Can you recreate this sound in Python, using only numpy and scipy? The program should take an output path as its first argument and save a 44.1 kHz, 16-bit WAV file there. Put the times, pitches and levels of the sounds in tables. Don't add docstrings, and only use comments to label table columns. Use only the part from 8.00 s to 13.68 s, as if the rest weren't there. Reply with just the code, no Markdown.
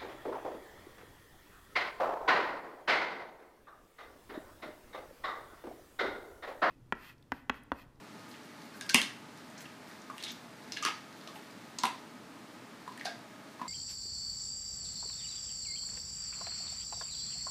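import sys
import numpy as np
from scipy import signal
from scipy.fft import rfft, irfft
from scipy.io import wavfile
from scipy.ndimage import uniform_filter1d

SR = 44100
rng = np.random.default_rng(int(sys.argv[2]) if len(sys.argv) > 2 else 0)


def generate_wav(sig):
    pcm = np.round(np.clip(np.atleast_2d(sig).T, -1, 1) * 32767).astype(np.int16)
    wavfile.write(sys.argv[1], SR, pcm)


def gain_from_db(level_db):
    decades = np.asarray(level_db, float) / 20
    return 10 ** decades


N = 250488

# (frequency [Hz], density [dB per Hz])
AIR_SPECTRUM = [(15, -58), (25, -26), (76, -26), (108, -8.5), (223, -2.5), (256, -2), (344, -4), (373, -19),
                (405, -4.5), (463, -11), (863, -11.5), (1130, -11), (8830, -29), (14800, -38.5),
                (16000, -25)]
# (frequency [Hz], width [Hz], level over the air [dB])
FAN_HUM = [(118.8, 9.7, -28), (248, 96, -8), (628, 66, -14), (864, 46, -14.5), (1250, 17, -15.5)]
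# (time [s], level [dB])
MOUTH_GAPE = [(0.0, -7), (0.36, 1), (0.63, -2), (0.98, 3), (1.19, -7), (1.49, -3.5), (2.24, -1.5),
              (2.48, -6), (2.7, 6), (2.9, -4), (3.4, 2), (3.6, 0), (4.3, -12), (5.05, -3.5), (5.22, -12),
              (5.68, -4)]
# (time [s], crackle rise [dB])
BITES = [
    (0.96, 19.5),
    (2.235, 8),
    (2.85, 15),
    (3.84, 11),
    (5.055, 14),
]
# (frequency [Hz], width [Hz], level [dB])
FLESH_COLOUR = [(880, 300, -15.5), (1840, 1160, 9), (3900, 2800, 3.5), (8800, 6000, -16)]
# (time [s], rise [dB], half length [s])
TONGUE_SWELLS = [
    (.17, 2.5, 0.055),
    (.62, 2, 0.042),
    (1.4, 3, 0.04),
    (1.597, 7.5, .04),
    (1.907, 4.5, 0.048),
    (3.298, 1, 0.085),
    (4.513, 3.5, .1),
    (4.933, 2, 0.058),
]
# (time [s], peak [dB], centre [Hz])
SALIVA_TICKS = [(0.1945, -49, 4890), (0.4329, -51, 5880), (0.619, -45, 4330), (0.6794, -53, 4130),
                (0.7394, -49, 4160), (1.385, -47, 4670), (1.4794, -52, 4920), (2.0183, -45, 5700),
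                (3.0494, -58, 5220), (3.509, -48, 4340), (4.4994, -56, 4130), (4.8763, -53, 4300),
                (4.9344, -49, 4570)]
# (time [s], splinter peak [dB], splinter ring [Hz], shaft 1.85-3.3 kHz [dB], snap
# 6-16 kHz [dB])
BONE_BREAKS = [(0.8101, -29, 5000, -38, -35), (0.864, -52, 3010, -47, -46), (0.8922, -24, 4450, -29, -34),
               (0.8955, -19.5, 5160, -30, -27.5), (0.9433, -36, 5160, -19, -14.5),
               (0.9443, -10, 5270, -9, -13), (0.948, -28, 2900, -16, -32), (0.9578, -25, 3820, -31, -41),
               (1.0154, -20, 3480, -26.5, -27), (1.374, -49, 4670, -61, -48),
               (2.1804, -40, 3600, -38, -40.5), (2.2262, -32, 4000, -42, -37),
               (2.2395, -29, 3830, -49, -35), (2.8499, -20, 4800, -24, -28), (2.8604, -25, 3200, -27, -37),
               (3.8347, -20, 4220, -27, -32), (3.8537, -28.5, 3350, -25, -29),
               (3.8678, -37, 3100, -38, -39), (4.976, -46, 3300, -45, -41), (5.05, -42, 4400, -42, -40),
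               (5.062, -39, 4600, -41, -42)]
# (time [s], peak [dB], ring [Hz], volley length [ms])
BONE_SPLINTERS = [(0.313, -43.5, 4280, 3.1), (1.4994, -49, 7200, 2.8), (1.578, -42, 5960, 7.5),
                  (1.6057, -43, 6200, 2.5), (2.199, -41.5, 3600, 12), (2.2363, -29, 3600, 2.3),
                  (2.244, -38, 3700, 6.8), (2.278, -36, 3630, 25), (2.303, -40.5, 5850, 10),
                  (2.318, -40, 14700, 3.5), (2.7207, -23, 5150, 2.6), (2.7404, -39, 4680, 2.5),
                  (2.77, -30.5, 3900, 4), (2.786, -42, 3930, 4.3), (2.8246, -28, 6050, 5.6),
                  (2.8305, -29.5, 3000, 12), (2.8836, -30, 3050, 2.5), (3.2111, -44, 3890, 2.5),
                  (3.274, -36.5, 3450, 2.7), (3.785, -28, 4700, 4), (3.786, -30, 6540, 4),
                  (4.9227, -45, 4540, 2.5), (4.995, -41.5, 4190, 3.6), (5.054, -25, 4550, 4),
                  (5.055, -38, 3370, 3.7)]
# (time [s], peak [dB], volley length [ms])
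BONE_SHAFTS = [(0.339, -44, 2.7), (0.936, -31, 8.5), (1.6057, -45, 2.5), (1.6547, -43, 4.1),
               (2.262, -39, 7), (2.29, -44, 12), (2.765, -33.5, 5), (2.7705, -32, 2.1), (2.866, -30.5, 8.3),
               (2.8734, -28.5, 6), (3.3563, -41.5, 3.8), (4.995, -44, 3.6), (5.6143, -43, 2.5)]
# (time [s], peak [dB], pitch [Hz], ring t60 [s])
MOUTH_POPS = [(0.744, -42, 1550, 0.031), (0.811, -37.5, 1636, 0.036), (0.898, -30, 1580, 0.067),
              (0.945, -17.5, 1094, 0.009), (0.953, -29, 2050, 0.08), (1.014, -30, 1715, 0.036),
              (2.099, -31.5, 1176, 0.033), (2.769, -32.5, 1680, 0.029), (2.824, -31, 1204, 0.097),
              (2.85, -24.5, 1156, 0.026), (2.852, -25, 1690, 0.02), (2.861, -26, 1250, 0.04),
              (2.872, -28, 1250, 0.018), (2.884, -32.5, 930, 0.017), (3.273, -44.5, 673, 0.031),
              (3.285, -43.5, 1150, 0.047), (3.361, -44.5, 840, 0.03), (3.788, -37, 1014, 0.021),
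              (3.836, -22.5, 953, 0.098), (3.837, -19, 1002, 0.043), (3.836, -26.5, 791, 0.03),
              (4.877, -33, 1016, 0.023), (4.977, -40, 1890, 0.015), (5.011, -30, 1950, 0.014),
              (5.054, -29, 706, 0.054), (5.066, -33, 1600, 0.035), (5.595, -39.5, 1060, 0.032),
              (5.614, -32.5, 966, 0.072), (5.615, -32.5, 1007, 0.042)]
# (time [s], peak [dB], pitch [Hz], ring t60 [s])
JAW_THUMPS = [
    (0.945, -21, 223, 0.067),
    (2.852, -35.5, 305, 0.033),
    (3.835, -33.5, 227, 0.14),
    (5.614, -40, 228, 0.051),
]
# (frequency [Hz], t60 [s], level [dB])
WALL_BANDS = [(250, 0.067, -9), (640, 0.26, 20.5), (1140, 0.43, -13), (2050, 0.52, 5), (3600, 0.34, 7.5),
              (8000, 0.26, 5.5), (13100, 0.11, 6)]

AIR_DB = -52
CRACKLE_DB, CRACKLE_GAPE_SHARE, RUSTLE_DB = -58.5, 0.46, -62
SQUEEZE_S, LET_GO_S = 0.03, 0.18
BREAK_MS, BREAK_MS_PER_DB = 2.36, 0.03
SPLINTER_SHAFT_DB, SPLINTER_SNAP_DB = -15, -16.5
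SHAFT_RING_HZ, SHAFT_RING_DB, SHAFT_SNAP_DB = 3280, -17, -21
WALLS_DB, WALLS_GAP_S = -4.5, 0.0012
TOP_HZ, BASS_HZ = 15300, 110


def band(x, hz, width):
    centre = min(hz, .45 * SR)
    return signal.lfilter(*signal.iirpeak(centre, max(hz / width, .3), fs=SR), x)


def steep(x, lo_hz, hi_hz):
    sos = signal.butter(4, [lo_hz, min(hi_hz, .4 * SR)], "band", fs=SR, output="sos")
    return signal.sosfilt(sos, x)


def peak(x, db):
    return x * gain_from_db(db) / np.max(np.abs(x))


def level(x, db):
    return x * gain_from_db(db) / np.sqrt(np.mean(x ** 2))


def add(out, x, s):
    i = int(s * SR)
    out[i:i + len(x)] += x[:N - i]


def walk(rate):
    hold = int(SR / rate)
    steps = np.repeat(rng.standard_normal(N // hold + 1), hold)
    return 1.3 * uniform_filter1d(uniform_filter1d(steps, hold), hold)[:N]


def air():
    hz, db = np.transpose(AIR_SPECTRUM)
    f = np.arange(N // 2 + 1) * SR / N + 1
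    colour = gain_from_db(np.interp(np.log(f), np.log(hz), db))
    hiss = level(irfft(rfft(rng.standard_normal(N)) * colour, N), 0)
    hum = np.zeros(N)
    for f0, width, over_air_db in FAN_HUM:
        tone = band(band(rng.standard_normal(N), f0, width), f0, 2 * width)
        hum += level(tone, over_air_db) * gain_from_db(0.82 * walk(5.77))
    return gain_from_db(AIR_DB) * (hiss + hum)


def flesh():
    t = np.arange(N) / SR
    gape_db = np.interp(t, *np.transpose(MOUTH_GAPE))
    bite_db = sum(np.interp(t, [s - SQUEEZE_S, s, s + LET_GO_S], [0, db, 0]) for s, db in BITES)
    swell_db = sum(db * np.exp(-((t - s) / half) ** 2) for s, db, half in TONGUE_SWELLS)

    clicks = rng.standard_normal(N) * (rng.random(N) < .05)
    clicks *= gain_from_db(3.0 * np.minimum(rng.exponential(size=N), 3))
    wet = sum(gain_from_db(db) * band(band(clicks, hz, width), hz, width) for hz, width, db in FLESH_COLOUR)
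    crackle = level(wet, -5.0) * gain_from_db(CRACKLE_DB + CRACKLE_GAPE_SHARE * gape_db + bite_db)

    rustle = steep(rng.standard_normal(N) * gain_from_db(4.7 * walk(60)), 5600, 15000)
    rustle = level(rustle, -10.5) * gain_from_db(RUSTLE_DB + gape_db)

    out = (crackle + rustle) * gain_from_db(swell_db)
    for s, db, hz in SALIVA_TICKS:
        tick = rng.standard_normal(512) * np.exp(-t[:512] / .002)
        add(out, peak(band(band(tick, hz, hz / 3), hz, hz / 1.2), db), s)
    return out


def fractures():
    cracks = []
    for s, db, hz, shaft_db, snap_db in BONE_BREAKS:
        cracks.append((s, db, hz, shaft_db, snap_db, BREAK_MS + BREAK_MS_PER_DB * max(db, shaft_db)))
    for s, db, hz, ms in BONE_SPLINTERS:
        cracks.append((s, db, hz, db + SPLINTER_SHAFT_DB, db + SPLINTER_SNAP_DB, ms))
    for s, db, ms in BONE_SHAFTS:
        cracks.append((s, db + SHAFT_RING_DB, SHAFT_RING_HZ, db, db + SHAFT_SNAP_DB, ms))
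    return cracks


def splinter_colour(x, hz):
    ring = band(band(x, hz, hz / 3), hz, hz / 2)
    halo = steep(x, max(0.68 * hz, 3000), max(1.32 * hz, 6500))
    return 1.6 * ring + .4 * halo


def shaft_colour(x, hz):
    return steep(x, 1850, 3300)


def snap_colour(x, hz):
    return steep(band(band(x, 8800, 3600), 9000, 7000), 6000, 16000)


def bone():
    near, far, t = np.zeros(N), np.zeros(N), np.arange(2048) / SR
    impulse = 1. * (t == 0)
    colours = [splinter_colour, shaft_colour, snap_colour]
    for s, db, hz, shaft_db, snap_db, ms in fractures():
        u = t / (ms / 1000)
        volley = u ** 0.63 * np.exp(-1.7 * u) * gain_from_db(5.5 * rng.standard_normal(len(t)))
        for colour, part_db in zip(colours, (db, shaft_db, snap_db)):
            ring = peak(colour(volley * rng.standard_normal(len(t)), hz), part_db)
            blow = colour(impulse, hz)
            blow = blow * np.sqrt(np.sum(ring ** 2) / np.sum(blow ** 2))
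            add(near, ring, s)
            add(far, blow + .5 * ring, s)
    return near, far


def knocks(table, push_cycles, ragged_db):
    out, t = np.zeros(N), np.arange(8192) / SR
    for s, db, hz, t60 in table:
        swell = 1 - np.exp(-(t * hz / push_cycles) ** 2)
        decay = np.exp(-np.log(1000) * t / t60)
        ragged = level(band(rng.standard_normal(len(t)), hz, hz / 3.5), ragged_db)
        ring = np.sin(2 * np.pi * hz * t) + ragged
        add(out, peak(swell * decay * ring, db), s)
    return out


def walls(x):
    t = np.arange(SR // 2) / SR
    echoes = rng.standard_normal(len(t)) * (rng.random(len(t)) < .01 + (t / .05) ** 2)
    echoes = echoes / np.sqrt(np.clip(0.0054 + (t / 0.057) ** 2, 0, 1))
    echoes = echoes * (1 - np.exp(-(t / WALLS_GAP_S) ** 2))
    tail = sum(gain_from_db(db - 60 * t / t60) * band(echoes, hz, 1.6 * hz) for hz, t60, db in WALL_BANDS)
    tail = tail * gain_from_db(WALLS_DB) / np.sqrt(np.sum(tail ** 2))
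    return signal.fftconvolve(x, tail)[:N]


def scene():
    room_noise = air()
    wet = flesh()
    near, far = bone()
    pops = knocks(MOUTH_POPS, 1.1, -9.5)
    thumps = knocks(JAW_THUMPS, 0.37, -13)
    reverb = walls(far + wet + 0.94 * pops + thumps)
    chewing = near + pops + thumps + wet + reverb
    chewing = signal.sosfilt(signal.butter(4, BASS_HZ, "high", fs=SR, output="sos"), chewing)
    return (chewing + room_noise)[None]


def low_pass(x):
    return signal.sosfilt(signal.butter(12, 16310, fs=SR, output="sos"), x)


def record(dry):
    mix = signal.sosfilt(signal.ellip(7, .3, 30, TOP_HZ, fs=SR, output="sos"), dry)
    return low_pass(mix)


dry = scene()
out = record(dry)
generate_wav(out)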